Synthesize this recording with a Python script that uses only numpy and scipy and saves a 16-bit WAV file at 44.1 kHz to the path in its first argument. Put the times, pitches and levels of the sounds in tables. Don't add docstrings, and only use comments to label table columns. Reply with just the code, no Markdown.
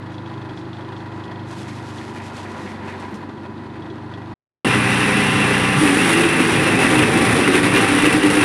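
import sys
import numpy as np
from scipy import signal
from scipy.fft import rfft, irfft, next_fast_len
from scipy.io import wavfile
from scipy.ndimage import uniform_filter1d, map_coordinates

SR = 44100
rng = np.random.default_rng(int(sys.argv[2]) if len(sys.argv) > 2 else 0)


def log_audio(samples):
    frames = np.atleast_2d(samples).T
    limited = np.clip(frames, -1, 1)
    pcm = np.round(limited * 32767).astype(np.int16)
    wavfile.write(sys.argv[1], SR, pcm)


N = 372204
T = np.arange(N) / SR

FIRST_STOP_S, SECOND_START_S = 4.341, 4.6465
CUTOFF_HZ = 16000

# time in seconds, firings per second.
NEAR_SPEED = [(4.65, 30.05), (5.76, 30.15), (6.0, 26.7), (6.13, 25.4), (6.6, 26.0), (6.87, 26.4),
              (7.12, 25.8), (7.35, 26.2), (7.6, 27.0), (7.85, 28.0), (8.1, 28.4), (8.44, 29.4)]
# time in seconds, load 0-1.
NEAR_LOAD = [(5.74, 0.4), (5.84, 0.55), (6.15, 0.6), (7.2, 0.76), (7.8, 0.58), (8.44, 0.81)]
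# multiple of the firing rate, relative level in dB.
NEAR_ORDERS = [(2, -18), (3, -5.5), (4, 0.5), (5, 0), (6, -1), (7, -3.5), (8, -1.5), (9, -12), (10, -21),
               (11, -18), (13, -15.5), (20, -43), (26, -33), (30, -16), (34, -6), (38, -17)]
# multiple of the firing rate, relative level in dB.
NEAR_LABOURING_ORDERS = [(2, -21.5), (3, -32), (4, -10), (5, -11.5), (6, -2.5), (7, -2), (8, -6), (9, -1),
                         (10, -2.5)]
NEAR_EXHAUST_DB, NEAR_EXHAUST_LOAD_DB = -24, -7
# multiple of the knife rate, level in dB.
ROTOR_ORDERS = [(1, -34.5), (2, -28.5), (4, -30.5), (5, -34.5)]
KNIVES_PER_FIRING = 3.393
# multiple of the knife rate, relative level in dB.
GROWL_ORDERS = [(3, -4), (4, -4), (5, -12), (6, -19)]
GROWL_DB, GROWL_BITE_DB, GROWL_SAG_DB = -23.5, 12, -0.7
# frequency in Hz, relative level in dB per Hz.
NEAR_RUMBLE = [(25, -29), (60, -20), (110, -2), (200, -8), (310, -7.5), (400, -5.5), (520, -15.5),
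               (800, -16.5)]
# time in seconds, level in dB.
NEAR_RUMBLE_LEVEL = [(4.65, -24), (5.2, -31.5), (5.8, -32), (6.3, -36.5), (6.6, -22), (7.3, -21.5),
                     (7.95, -25.5), (8.44, -25.5)]

# start in seconds, length in seconds, depth 0-1, splintering 0-1.
BITES = [(5.804, 0.1, 0.54, 0.66), (5.997, 0.046, 0.6, 0.4), (6.036, 0.094, 0.55, 0.5),
         (6.142, 0.11, 0.83, 0.36), (6.386, 0.027, 1, 0.7), (6.575, 0.034, 0.5, 0), (6.66, 0.031, 0.6, 0.4),
         (6.796, 0.069, 0.49, 0.6), (6.877, 0.11, 0.4, 0.32), (7.131, 0.054, 0.64, 0.15),
         (7.286, 0.028, 0.78, 0.57), (7.369, 0.023, 0.79, 0.2), (7.472, 0.035, 0.96, 0.15),
         (7.522, 0.052, 1, 0.99), (7.628, 0.03, 0.63, 0.96), (7.74, 0.038, 0.9, 1.0),
         (7.801, 0.04, 0.2, 0.64), (7.877, 0.18, 0.3, 0.47), (8.02, 0.062, 0.43, 0.8),
         (8.219, 0.045, 0.69, 0.32), (8.109, 0.039, 0.12, 0.2), (8.348, 0.028, 0.59, 0.68),
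         (8.407, 0.033, 0.39, 0.98)]
BITE_ATTACK_S, BITE_RELEASE_S = 0.02, 0.022
# frequency in Hz, width in Hz, relative level in dB.
HOPPER = [(129.5, 20, -14), (229, 5, 7), (263, 7.6, 1), (310, 28, 6), (384, 18.5, 4.5), (410.6, 11.5, 8.5),
          (452.3, 12, 2.5), (514, 15, 2)]
HAMMER_DB, HAMMER_BITE_DB = -22, 3
BOUNCES_PER_S, BOUNCE_DB = 16, 1
# frequency in Hz, relative level in dB per Hz.
NEAR_CLATTER = [(350, -18), (600, -10.5), (800, 0.5), (1300, 1.5), (1650, 3), (1950, 4.5), (2320, -0.5),
                (2720, 2.5), (3000, -4), (3700, -7), (4400, -15.5), (6000, -16), (8000, -76)]
NEAR_CLATTER_DB, NEAR_CLATTER_BITE_DB = -18.5, 1.25
# frequency in Hz, width in Hz, relative level in dB.
NEAR_PANELS = [(769.6, 7.1, 10.5), (1159, 5.8, 9), (1543, 2, -7), (1995, 12, 3.5), (2415, 14, 9),
               (2607, 39, 2), (2702, 55, 2)]
PANEL_RING_DB, PANEL_LOAD_DB = -0.5, -2.5
SHEET_FLEX_S = 0.00018
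# frequency in Hz, relative level in dB per Hz.
CHUTE = [(2500, -1), (4500, -3.5), (5700, -7), (6900, -6), (8500, -1), (9500, 6.5), (10000, 1.5),
         (10800, -1.5), (11600, -13), (13600, -20.5), (14200, -22), (15300, -30)]
SPRAY_DB, SPRAY_LOAD_DB, SPRAY_BITE_DB = -35.5, 8, 3
PUFF_DEPTH, PUFF_DELAY = 0.35, 0.41
FIRST_CHIPS_S, FIRST_CHIPS_LENGTH_S, FIRST_CHIPS_DB = 5.77, 0.38, -30
# start in seconds, length in seconds, depth in dB.
DIPS = [(4.79, 0.095, 1), (5.61, 0.16, 1), (6.31, 0.04, 1.5), (6.75, 0.037, 1), (7.05, 0.081, 1),
        (7.593, 0.035, 2.5), (7.68, 0.053, 1.5), (8.17, 0.073, 2.5), (8.27, 0.019, 2.5)]
DIP_EDGE_S = 0.0033
# frequency in Hz, relative level in dB per Hz.
TEARING = [(500, -25), (900, 1.5), (1500, 1.5), (2100, 3.5), (2900, -2.5), (3700, -6), (4600, -17),
           (7000, -24.5), (9500, -19.5), (12000, -27)]
TEARING_DB = -25.5
# time in seconds, strength in dB before CRACK_DB.
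CRACKS = [(5.847, -13), (6.093, -8), (6.236, -6), (6.3995, -14), (6.5415, -11), (6.6321, -9), (6.9546, -11),
          (6.992, -7), (7.2945, -11), (7.4759, -9), (7.5483, -11), (7.638, -18), (7.6614, -14), (7.762, -5),
          (7.7796, -16), (8.0554, -17), (8.1404, -13), (8.2322, -14), (8.4267, -9)]
CRACK_DB, CRACK_DECAY_S = -8, 0.008
# start in seconds, length in seconds, first Hz, last Hz, level in dB.
GROANS = [(5.805, 0.049, 319, 298, -13.5), (5.854, 0.079, 285.4, 279.4, -16.5),
          (5.951, 0.028, 297, 308, -19), (6.032, 0.032, 324, 330.8, -23), (6.093, 0.033, 329, 334, -23),
          (6.136, 0.04, 320, 339.7, -16.5), (6.183, 0.089, 338.4, 328.8, -19.5),
          (6.387, 0.05, 310, 325, -20.5), (6.472, 0.037, 336.7, 328, -22), (6.585, 0.027, 312, 315, -22),
          (6.65, 0.031, 330, 323.2, -17.5), (6.759, 0.092, 279, 271.4, -23), (6.89, 0.14, 312.7, 303, -18),
          (7.096, 0.082, 321.5, 327.3, -23), (7.22, 0.06, 280, 270.7, -22),
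          (7.317, 0.046, 275.3, 271.5, -25), (7.389, 0.028, 284, 288.3, -25),
          (7.456, 0.038, 287, 302.3, -15), (7.542, 0.085, 305, 290, -20),
          (7.724, 0.035, 297.7, 297.5, -14.5), (7.807, 0.033, 305, 302.5, -21),
          (7.885, 0.096, 296.6, 289, -19), (7.996, 0.089, 296, 299.6, -13.5),
          (8.129, 0.054, 292.5, 311.7, -14.5), (8.228, 0.082, 308.2, 290.5, -14.5),
          (8.337, 0.066, 308.3, 296, -14.5)]
GROAN_ATTACK_S, GROAN_RELEASE_S = 0.021, 0.0087
GROAN_CHOP = 0.49
GROAN_HELD_DB = -25.5
# start in seconds, length in seconds, pitch in Hz, level in dB.
THUMPS = [(5.12, 0.083, 208, -23), (5.753, 0.04, 144.6, -19), (6.562, 0.064, 135, -23),
          (6.969, 0.093, 126.4, -22.5), (7.261, 0.079, 113.1, -22.5), (7.62, 0.047, 125.3, -27)]

# time in seconds, firings per second.
FAR_SPEED = [(0, 25.5), (0.95, 25.52), (1.45, 25.78), (1.98, 25.1), (2.83, 24.0), (3.43, 24.5),
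             (4.05, 25.3)]
FAR_FREE_PER_S, FAR_FULL_SAG_PER_S = 25.6, 1.15
# time in seconds, load 0-1.
FAR_LOAD = [(1.45, 0.76), (1.56, 0.56), (2.2, 0.72), (2.65, 1.0), (3.1, 0.8), (3.3, 0.06)]
# multiple of the firing rate, relative level in dB.
FAR_ORDERS = [(2, -25), (3, -16.5), (4, 0), (5, -0.5), (6, -20), (7, -4.5), (8, -12), (9, -9), (10, -17),
              (11, -10.5), (12, -6.5), (13, -5.5), (14, -17), (15, -9), (16, -18)]
# multiple of the firing rate, relative level in dB.
FAR_LABOURING_ORDERS = [(3, -18), (4, -4), (5, -17), (6, -8.5), (8, -13), (9, -3.5), (10, -8), (13, -23),
                        (14, -8)]
FAR_EXHAUST_DB = -39
# frequency in Hz, relative level in dB per Hz.
FAR_RUMBLE = [(25, -21.5), (60, -13), (110, 0), (165, -2), (212, 2), (260, 1.5), (340, 2.5), (400, 0.5),
              (450, -6.5), (700, -24)]
# frequency in Hz, width in Hz, relative level in dB.
FAR_HOUSING = [(298, 8.6, -2), (335.3, 5.6, 7), (389, 19, -2.5)]
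FAR_RUMBLE_DB, FAR_RUMBLE_THROTTLE_DB = -38.5, 3
# frequency in Hz, relative level in dB per Hz.
FAR_CLATTER = [(300, -35.5), (500, -3), (700, 1.5), (850, 3.5), (1200, -3), (1600, -3), (2000, -5.5),
               (2300, -13.5), (3000, -15), (4400, -18), (5500, -27.5), (8000, -33), (10500, -36),
               (11800, -42.5), (13000, -67.5)]
# frequency in Hz, width in Hz, relative level in dB.
FAR_PANELS = [(506, 20, 5), (982, 48, 6), (1174, 16, -5.5), (1407, 8.9, 0), (1930, 8.6, 4), (2526, 75, 2)]
FAR_CLATTER_DB, FAR_CLATTER_LOAD_DB, FAR_CLATTER_DB_PER_S = -42.5, 5, 0.65
# time in seconds, strength in dB.
TICKS = [(0.1426, -34), (0.1825, -36), (0.2603, -34), (0.3391, -40), (0.4179, -37), (0.4958, -35),
         (0.5746, -34), (0.6135, -39), (0.6529, -41), (0.7312, -33), (0.7696, -38), (0.8091, -35),
         (0.848, -40), (0.9273, -39), (0.9652, -34), (1.0046, -38), (1.2386, -33.5), (1.3164, -35),
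         (1.3942, -38), (1.7459, -45), (1.9041, -42), (1.9839, -31), (3.8217, -36), (3.9015, -35),
         (4.139, -32)]
# frequency in Hz, width in Hz, relative level in dB.
TICK_MODES = [(2750, 260, -15), (3320, 100, -7.5), (3370, 120, -6), (3970, 300, -24)]
TICK_DB, TICK_THROTTLE_DB, TICK_DB_PER_S = -43, -4, -0.3
TICK_REBOUND_S, TICK_REBOUND_DB = 0.011, -9
TICK_BUZZ_DB, TICK_BUZZ_DECAY_S = -15, 0.018
# start in seconds, length in seconds, level in dB.
SPRIGS = [(1.443, 0.1, -47), (1.507, 0.11, -44.5), (1.63, 0.47, -48.5), (2.098, 0.07, -47),
          (2.186, 0.069, -44.5), (2.313, 0.068, -42.5), (2.435, 0.28, -49.5), (2.803, 0.12, -52.5),
          (2.88, 0.21, -56)]
SPRIG_ATTACK_S, SPRIG_RELEASE_S = 0.08, 0.05
# frequency in Hz, relative level in dB per Hz.
LEAF_HISS = [(900, 13), (1900, 6), (2600, 7.5), (4000, 6.5), (6000, 2.5), (9500, -3.5), (11500, -8.5),
             (12500, -32), (15000, -58)]
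CRACKLE_DB = -5
CRUNCH_DB, CRUNCH_HZ, CRUNCH_WIDTH_HZ = -13, 2900, 1350
# time in seconds, strength in dB before a 3 dB cut.
SNAPS = [(1.5894, -48), (1.6794, -37.5), (2.366, -36), (2.4294, -41.5), (2.6894, -49), (2.9986, -40),
         (3.1423, -39.5)]
# start in seconds, length in seconds, level in dB.
CHEWS = [(1.628, 0.09, -45.5), (1.767, 0.06, -49), (1.98, 0.07, -44.5), (2.14, 0.089, -43.5),
         (2.23, 0.04, -46), (2.33, 0.07, -49), (2.438, 0.047, -44), (2.53, 0.1, -46), (2.64, 0.06, -41.5),
         (2.73, 0.13, -49), (2.864, 0.055, -40.5), (3.02, 0.078, -45)]
CHEW_ATTACK_S, CHEW_RELEASE_S = 0.02, 0.042
STEM_HZ, STEM_WIDTH_HZ = 1930, 500
# time in seconds, strength in dB.
KNOCKS = [(1.57, -35), (2.64, -37), (3.11, -30)]
KNOCK_HZ, KNOCK_WIDTH_HZ, KNOCK_DECAY_S = 201.4, 10, 0.074
# start in seconds, length in seconds, level in dB.
RUSTLES = [(0.109, 0.043, -59), (0.258, 0.04, -67), (0.554, 0.045, -55), (0.728, 0.03, -59),
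           (0.963, 0.03, -58), (1.126, 0.049, -60), (1.225, 0.03, -57)]
# frequency in Hz, relative level in dB per Hz.
RUSTLE = [(2500, -4), (4500, 4), (7000, -4), (10500, -13), (12500, -47)]


def near_engine(turn, load, bite):
    throttle = np.clip((load - .21) / .36, 0, 1)
    cut_jerks = .02 * throttle * load * drift(30)
    firing = turn + cut_jerks + .002 * drift(20)
    orders = hardening(NEAR_ORDERS, NEAR_LABOURING_ORDERS, throttle)
    exhaust = from_db(NEAR_EXHAUST_DB + NEAR_EXHAUST_LOAD_DB * load) * hum(firing, orders, waver_db=1.6)
    knife_turn = turn * KNIVES_PER_FIRING
    rotor = from_db(-14 * load) * hum(knife_turn, ROTOR_ORDERS, waver_db=3.5)
    stumble = .035 * drift(35)
    speed, = in_time(NEAR_SPEED)
    growl_db = GROWL_DB + GROWL_BITE_DB * bite + GROWL_SAG_DB * (speed[0] - speed)
    growl = load * from_db(growl_db) * hum(knife_turn + stumble, GROWL_ORDERS, waver_db=-3.0)
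    body = coloured(rattle(turn, repeat=.1, throb=.35), NEAR_RUMBLE)
    rumble = from_db(in_time(NEAR_RUMBLE_LEVEL)[0]) * body
    return exhaust + rotor + growl + rumble


def near_hammering(cuts, load, bite, bounce_db):
    impacts = rms_one(np.diff(cuts, prepend=0))
    tearing = 1.94 * cuts * rng.standard_normal(N)
    band = signal.butter(2, [115, 620], "band", fs=SR, output="sos")
    hopper = signal.sosfilt(band, ringing(impacts + tearing, HOPPER))
    hopper = hopper / np.sqrt(uniform_filter1d(hopper ** 2, size=2600) + 1e-12)
    return np.sqrt(load) * from_db(HAMMER_DB + HAMMER_BITE_DB * bite + bounce_db) * hopper


def near_clatter(turn, cuts, load, splintering, power):
    wood = np.clip(0.31 * load, 0, 1)
    splinters = rms_one(cuts * grains(per_s=5000, spread_db=5.0))
    machine = rattle(turn, repeat=0.14, throb=0.094)
    din = coloured(np.sqrt(1 - wood) * machine + np.sqrt(wood) * splinters, NEAR_CLATTER)
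    flexed = T + SHEET_FLEX_S * load * drift(12)
    ring = np.interp(flexed, T, ringing(din, NEAR_PANELS))
    sheets = from_db(PANEL_RING_DB + PANEL_LOAD_DB * load) * ring
    level = from_db(NEAR_CLATTER_DB + NEAR_CLATTER_BITE_DB * splintering)
    return level * (1 + 0.1 * power) * rms_one(din + sheets)


def near_spray(cuts, load, splintering, power, bounce_db):
    pulses = (1 + PUFF_DEPTH * power) * (1 + 0.5 * load * (cuts - 1))
    chips = pulses * grains(per_s=11000, spread_db=-4.5)
    first_chips = [(FIRST_CHIPS_S, FIRST_CHIPS_LENGTH_S, from_db(FIRST_CHIPS_DB))]
    gush = swells(first_chips, BITE_ATTACK_S, release_s=0.068)
    flow_db = SPRAY_DB + SPRAY_LOAD_DB * load + SPRAY_BITE_DB * splintering + 0.16 * bounce_db
    return np.hypot(gush, from_db(flow_db)) * coloured(chips, CHUTE)


def near_cutting(turn, load, bite, splintering):
    cuts = strokes(turn * KNIVES_PER_FIRING, decay=1.0, uneven_db=2.5)
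    power = load * (strokes(turn - PUFF_DELAY, decay=0.4, uneven_db=1.5) - 1)
    bounce_db = BOUNCE_DB * load * drift(BOUNCES_PER_S)
    hammering = near_hammering(cuts, load, bite, bounce_db)
    clatter = near_clatter(turn, cuts, load, splintering, power)
    spray = near_spray(cuts, load, splintering, power, bounce_db)
    dips = from_db(-swells(DIPS, DIP_EDGE_S, DIP_EDGE_S))
    return dips * (hammering + clatter + spray)


def near_splitting(turn, splintering):
    cuts = strokes(turn * KNIVES_PER_FIRING, decay=.45, uneven_db=2.5)
    tearing = from_db(TEARING_DB) * splintering * cuts
    cracking = from_db(CRACK_DB) * bursts(CRACKS, CRACK_DECAY_S)
    return (tearing + cracking) * coloured(grains(per_s=6000, spread_db=1.5), TEARING)


def near_pole(turn):
    stumble = .04 * drift(70)
    chop = 1 + GROAN_CHOP * (strokes(turn * KNIVES_PER_FIRING, decay=0.98, uneven_db=3.0) - 1)
    pitch = np.zeros(N)
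    for s, length, from_hz, to_hz, _ in GROANS:
        pitch = np.where(T < s, pitch, np.interp(T, [s, s + length], [from_hz, to_hz]))
    surge_events = [(s, length, from_db(db)) for s, length, _, _, db in GROANS]
    surges = swells(surge_events, GROAN_ATTACK_S, GROAN_RELEASE_S)
    held = from_db(GROAN_HELD_DB) * np.clip((T - GROANS[0][0]) / GROAN_ATTACK_S, 0, 1)
    tone = np.sin(2 * np.pi * (np.cumsum(pitch) / SR + stumble))
    groan = np.sqrt(2) * np.maximum(surges, held) * tone
    thumps = sum(note(s, length, hz, db, 2 * stumble) for s, length, hz, db in THUMPS)
    return chop * groan + thumps


def far_engine(turn, load, throttle):
    firing = turn - .73 + .0035 * drift(30)
    orders = hardening(FAR_ORDERS, FAR_LABOURING_ORDERS, throttle)
    exhaust = from_db(FAR_EXHAUST_DB) * hum(firing, orders, waver_db=2.0, aligned_order=4.3)
    housing = coloured(rattle(turn, repeat=.15, throb=.2), FAR_RUMBLE)
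    rumble_db = FAR_RUMBLE_DB + FAR_RUMBLE_THROTTLE_DB * throttle
    rumble = from_db(rumble_db) * rms_one(housing + ringing(housing, FAR_HOUSING))
    block = coloured(rattle(turn, repeat=.3, throb=.22), FAR_CLATTER)
    clatter_db = FAR_CLATTER_DB + FAR_CLATTER_LOAD_DB * load + FAR_CLATTER_DB_PER_S * T
    clatter = from_db(clatter_db) * rms_one(block + ringing(block, FAR_PANELS))
    return exhaust + rumble + clatter


def far_ticks(turn, throttle):
    delay = .65 + .015 * drift(25)
    taps = strokes(turn - delay, decay=.1, uneven_db=1.3)
    strength = from_db(TICK_DB + TICK_THROTTLE_DB * throttle + TICK_DB_PER_S * T)
    chatter = resonance(strength * taps * rng.choice([-1, 1], N), hz=3360, width_hz=600)
    rebounds = [(s + TICK_REBOUND_S * rng.uniform(.7, 1.4), db + TICK_REBOUND_DB) for s, db in TICKS]
    strikes = clicks(TICKS) + clicks(rebounds)
    ring = np.zeros(N)
    for hz, width, db in TICK_MODES:
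        peak_gain = SR / (2 * np.pi * width)
        ring += from_db(db) * peak_gain * resonance(strikes, hz, width)
    seat = rms_one(resonance(rng.standard_normal(N), hz=3500, width_hz=1300))
    buzz = from_db(TICK_BUZZ_DB) * bursts(TICKS, TICK_BUZZ_DECAY_S) * seat
    dulling = signal.butter(3, 5500, fs=SR, output="sos")
    return signal.sosfilt(dulling, chatter + ring + buzz)


def far_leaves(cuts):
    clumps = from_db(1.3 * drift(40)) * (1 + 0.16 * (cuts + 1))
    feed = swells([(s, length, from_db(db)) for s, length, db in SPRIGS], SPRIG_ATTACK_S, SPRIG_RELEASE_S)
    crackle = from_db(CRACKLE_DB) * grains(per_s=250, spread_db=3)
    shreds = coloured(grains(per_s=5100, spread_db=1.0) + crackle, LEAF_HISS)
    hiss = feed * clumps * shreds
    twigs = resonance(cuts * grains(per_s=450, spread_db=2.5), CRUNCH_HZ, CRUNCH_WIDTH_HZ)
    crushed = rms_one(resonance(twigs, CRUNCH_HZ, CRUNCH_WIDTH_HZ))
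    crunch = from_db(CRUNCH_DB) * feed * clumps * crushed
    snaps = from_db(-3) * bursts(SNAPS, decay_s=0.024) * coloured(rng.standard_normal(N), LEAF_HISS)
    return hiss + crunch + snaps + from_db(-5) * ringing(hiss, FAR_PANELS)


def far_stem(cuts):
    fibres = resonance(cuts * grains(per_s=3500, spread_db=1.0), STEM_HZ, width_hz=1500)
    chewing = swells([(s, length, from_db(db)) for s, length, db in CHEWS], CHEW_ATTACK_S, CHEW_RELEASE_S)
    rasp = chewing * rms_one(resonance(fibres, STEM_HZ, STEM_WIDTH_HZ))
    boom = rms_one(resonance(rng.standard_normal(N), KNOCK_HZ, KNOCK_WIDTH_HZ))
    return rasp + bursts(KNOCKS, KNOCK_DECAY_S) * boom


def far_rustle():
    events = [(s, length, from_db(db)) for s, length, db in RUSTLES]
    brushing = swells(events, attack_s=0.016, release_s=0.015)
    return brushing * coloured(grains(per_s=6000, spread_db=4.0), RUSTLE)


def noise_floor():
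    return from_db(-99) * coloured(rng.standard_normal(N), NEAR_RUMBLE)


def cycles(speed, wobble):
    return np.cumsum(in_time(speed)[0] * (1 + wobble * drift(14))) / SR


def hum(turn, orders, waver_db, aligned_order=0):
    lines = 0
    for multiple, db in orders:
        waver = np.interp(T, np.linspace(0, T[-1], num=100), rng.standard_normal(size=100))
        offset = rng.random() * (round(multiple) > aligned_order)
        lines = lines + from_db(db + waver_db * waver) * np.sin(2 * np.pi * (round(multiple) * turn + offset))
    return np.sqrt(2) * lines


def hardening(free, loaded, load):
    power = {}
    for orders, share in ((free, 1 - load), (loaded, load)):
        for multiple, db in orders:
            power[round(multiple)] = power.get(round(multiple), 1e-12) + share * from_db(db) ** 2
    return [(multiple, 10 * np.log10(p)) for multiple, p in power.items()]


def strokes(turn, decay, uneven_db):
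    strength = from_db(uneven_db * np.sqrt(3) * rng.uniform(-1.66, 1, size=2000))
    return rms_one(strength[turn.astype(int) % len(strength)] * np.exp(-(turn % 1) / decay))


def rattle(turn, repeat, throb):
    one_cycle = irfft(np.exp(2j * np.pi * rng.random(size=801)))
    again = rms_one(map_coordinates(one_cycle, [(turn % 1) * len(one_cycle)], order=3, mode="grid-wrap"))
    share = np.clip(repeat, 0, 1)
    beat = 1 + throb * (strokes(2 * turn, decay=1.0, uneven_db=6.0) - 1.0)
    return beat * (np.sqrt(share) * again + np.sqrt(1 - share) * rng.standard_normal(N))


def grains(per_s, spread_db):
    sizes = from_db(spread_db * np.minimum(rng.exponential(1, N), 4)) * rng.choice([-1, 1], N)
    return rms_one(sizes * (rng.random(N) < per_s / SR))


def clicks(events):
    out = np.zeros(N)
    for s, db in events:
        out[int(s * SR)] += from_db(db)
    return out


def bursts(events, decay_s):
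    return signal.lfilter([1], [1, -np.exp(-1 / (decay_s * SR))], clicks(events) + 1e-18)


def swells(events, attack_s, release_s):
    out = np.zeros(N)
    for s, length, height in events:
        rise = np.clip((T - s) / attack_s, 0, 1)
        fall = np.exp(-np.clip((T - s - length) / release_s, 0, 20))
        out = np.maximum(out, height * rise * fall)
    return out


def note(s, length, hz, db, stumble):
    envelope = swells([(s, length, from_db(db))], GROAN_ATTACK_S, GROAN_RELEASE_S)
    return np.sqrt(2) * envelope * np.sin(2 * np.pi * (hz * T + stumble))


def resonance(x, hz, width_hz):
    r = np.exp(-np.pi * width_hz / SR)
    feedback = [1, -2 * r * np.cos(2 * np.pi * hz / SR), r * r]
    return signal.lfilter(np.array([1, 0, -1]) * (1 - r * r) / 2, feedback, x + 1e-18)


def ringing(x, modes):
    return sum(from_db(db) * resonance(x, hz, width) for hz, width, db in modes)


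def coloured(x, spectrum):
    hz, db = np.transpose(spectrum)
    size = next_fast_len(N)
    log_f = np.log(np.arange(size // 2 + 1) * SR / size + 1)
    outside = np.maximum(np.log(hz[0]) - log_f, 0) + np.maximum(log_f - np.log(hz[-1]), 0)
    response = from_db(np.interp(log_f, np.log(hz), db) - 20 * outside)
    return rms_one(irfft(rfft(x, size) * response, size)[:N])


def drift(rate):
    knots = rng.standard_normal(4000)
    return rms_one(map_coordinates(knots, [T * rate + 5], order=3, mode="wrap"))


def in_time(rows):
    s, *columns = np.transpose(rows)
    return [np.interp(T, s, c) for c in columns]


def from_db(db):
    return 10 ** (np.asarray(db) / 20)


def rms_one(x):
    return x / np.sqrt(np.mean(x ** 2) + 1e-20)


def scene():
    near_turn = cycles(NEAR_SPEED, wobble=.002)
    load = np.clip(in_time(NEAR_LOAD)[0], 0, 1)
    bite = swells([(s, length, depth) for s, length, depth, _ in BITES], BITE_ATTACK_S, BITE_RELEASE_S)
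    splinter_events = [(s, length, share) for s, length, _, share in BITES]
    splintering = swells(splinter_events, BITE_ATTACK_S, release_s=0.0081)
    near = near_engine(near_turn, load, bite) + near_cutting(near_turn, load, bite, splintering)
    near = near + near_splitting(near_turn, splintering) + near_pole(near_turn)

    far_turn = cycles(FAR_SPEED, wobble=.002)
    far_load = np.clip(in_time(FAR_LOAD)[0], 0, 1)
    throttle = np.clip((FAR_FREE_PER_S - in_time(FAR_SPEED)[0]) / FAR_FULL_SAG_PER_S, 0, 1)
    far_cuts = strokes(3 * far_turn, decay=0.8, uneven_db=2.2)
    far = far_engine(far_turn, far_load, throttle) + far_ticks(far_turn, throttle)
    far = far + far_leaves(far_cuts) + far_stem(far_cuts) + far_rustle()

    far_on = np.clip((FIRST_STOP_S - T) / .006, 0, 1)
    near_on = np.clip((T - SECOND_START_S) / .001, 0, 1)
    return (far * far_on + near * near_on + noise_floor())[None]


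def record(dry):
    top = 1.3
    low_pass = signal.cheby2(12, 70, CUTOFF_HZ, fs=SR, output="sos")
    return signal.sosfilt(low_pass, top * np.tanh(dry / top))


dry = scene()
out = record(dry)
log_audio(out)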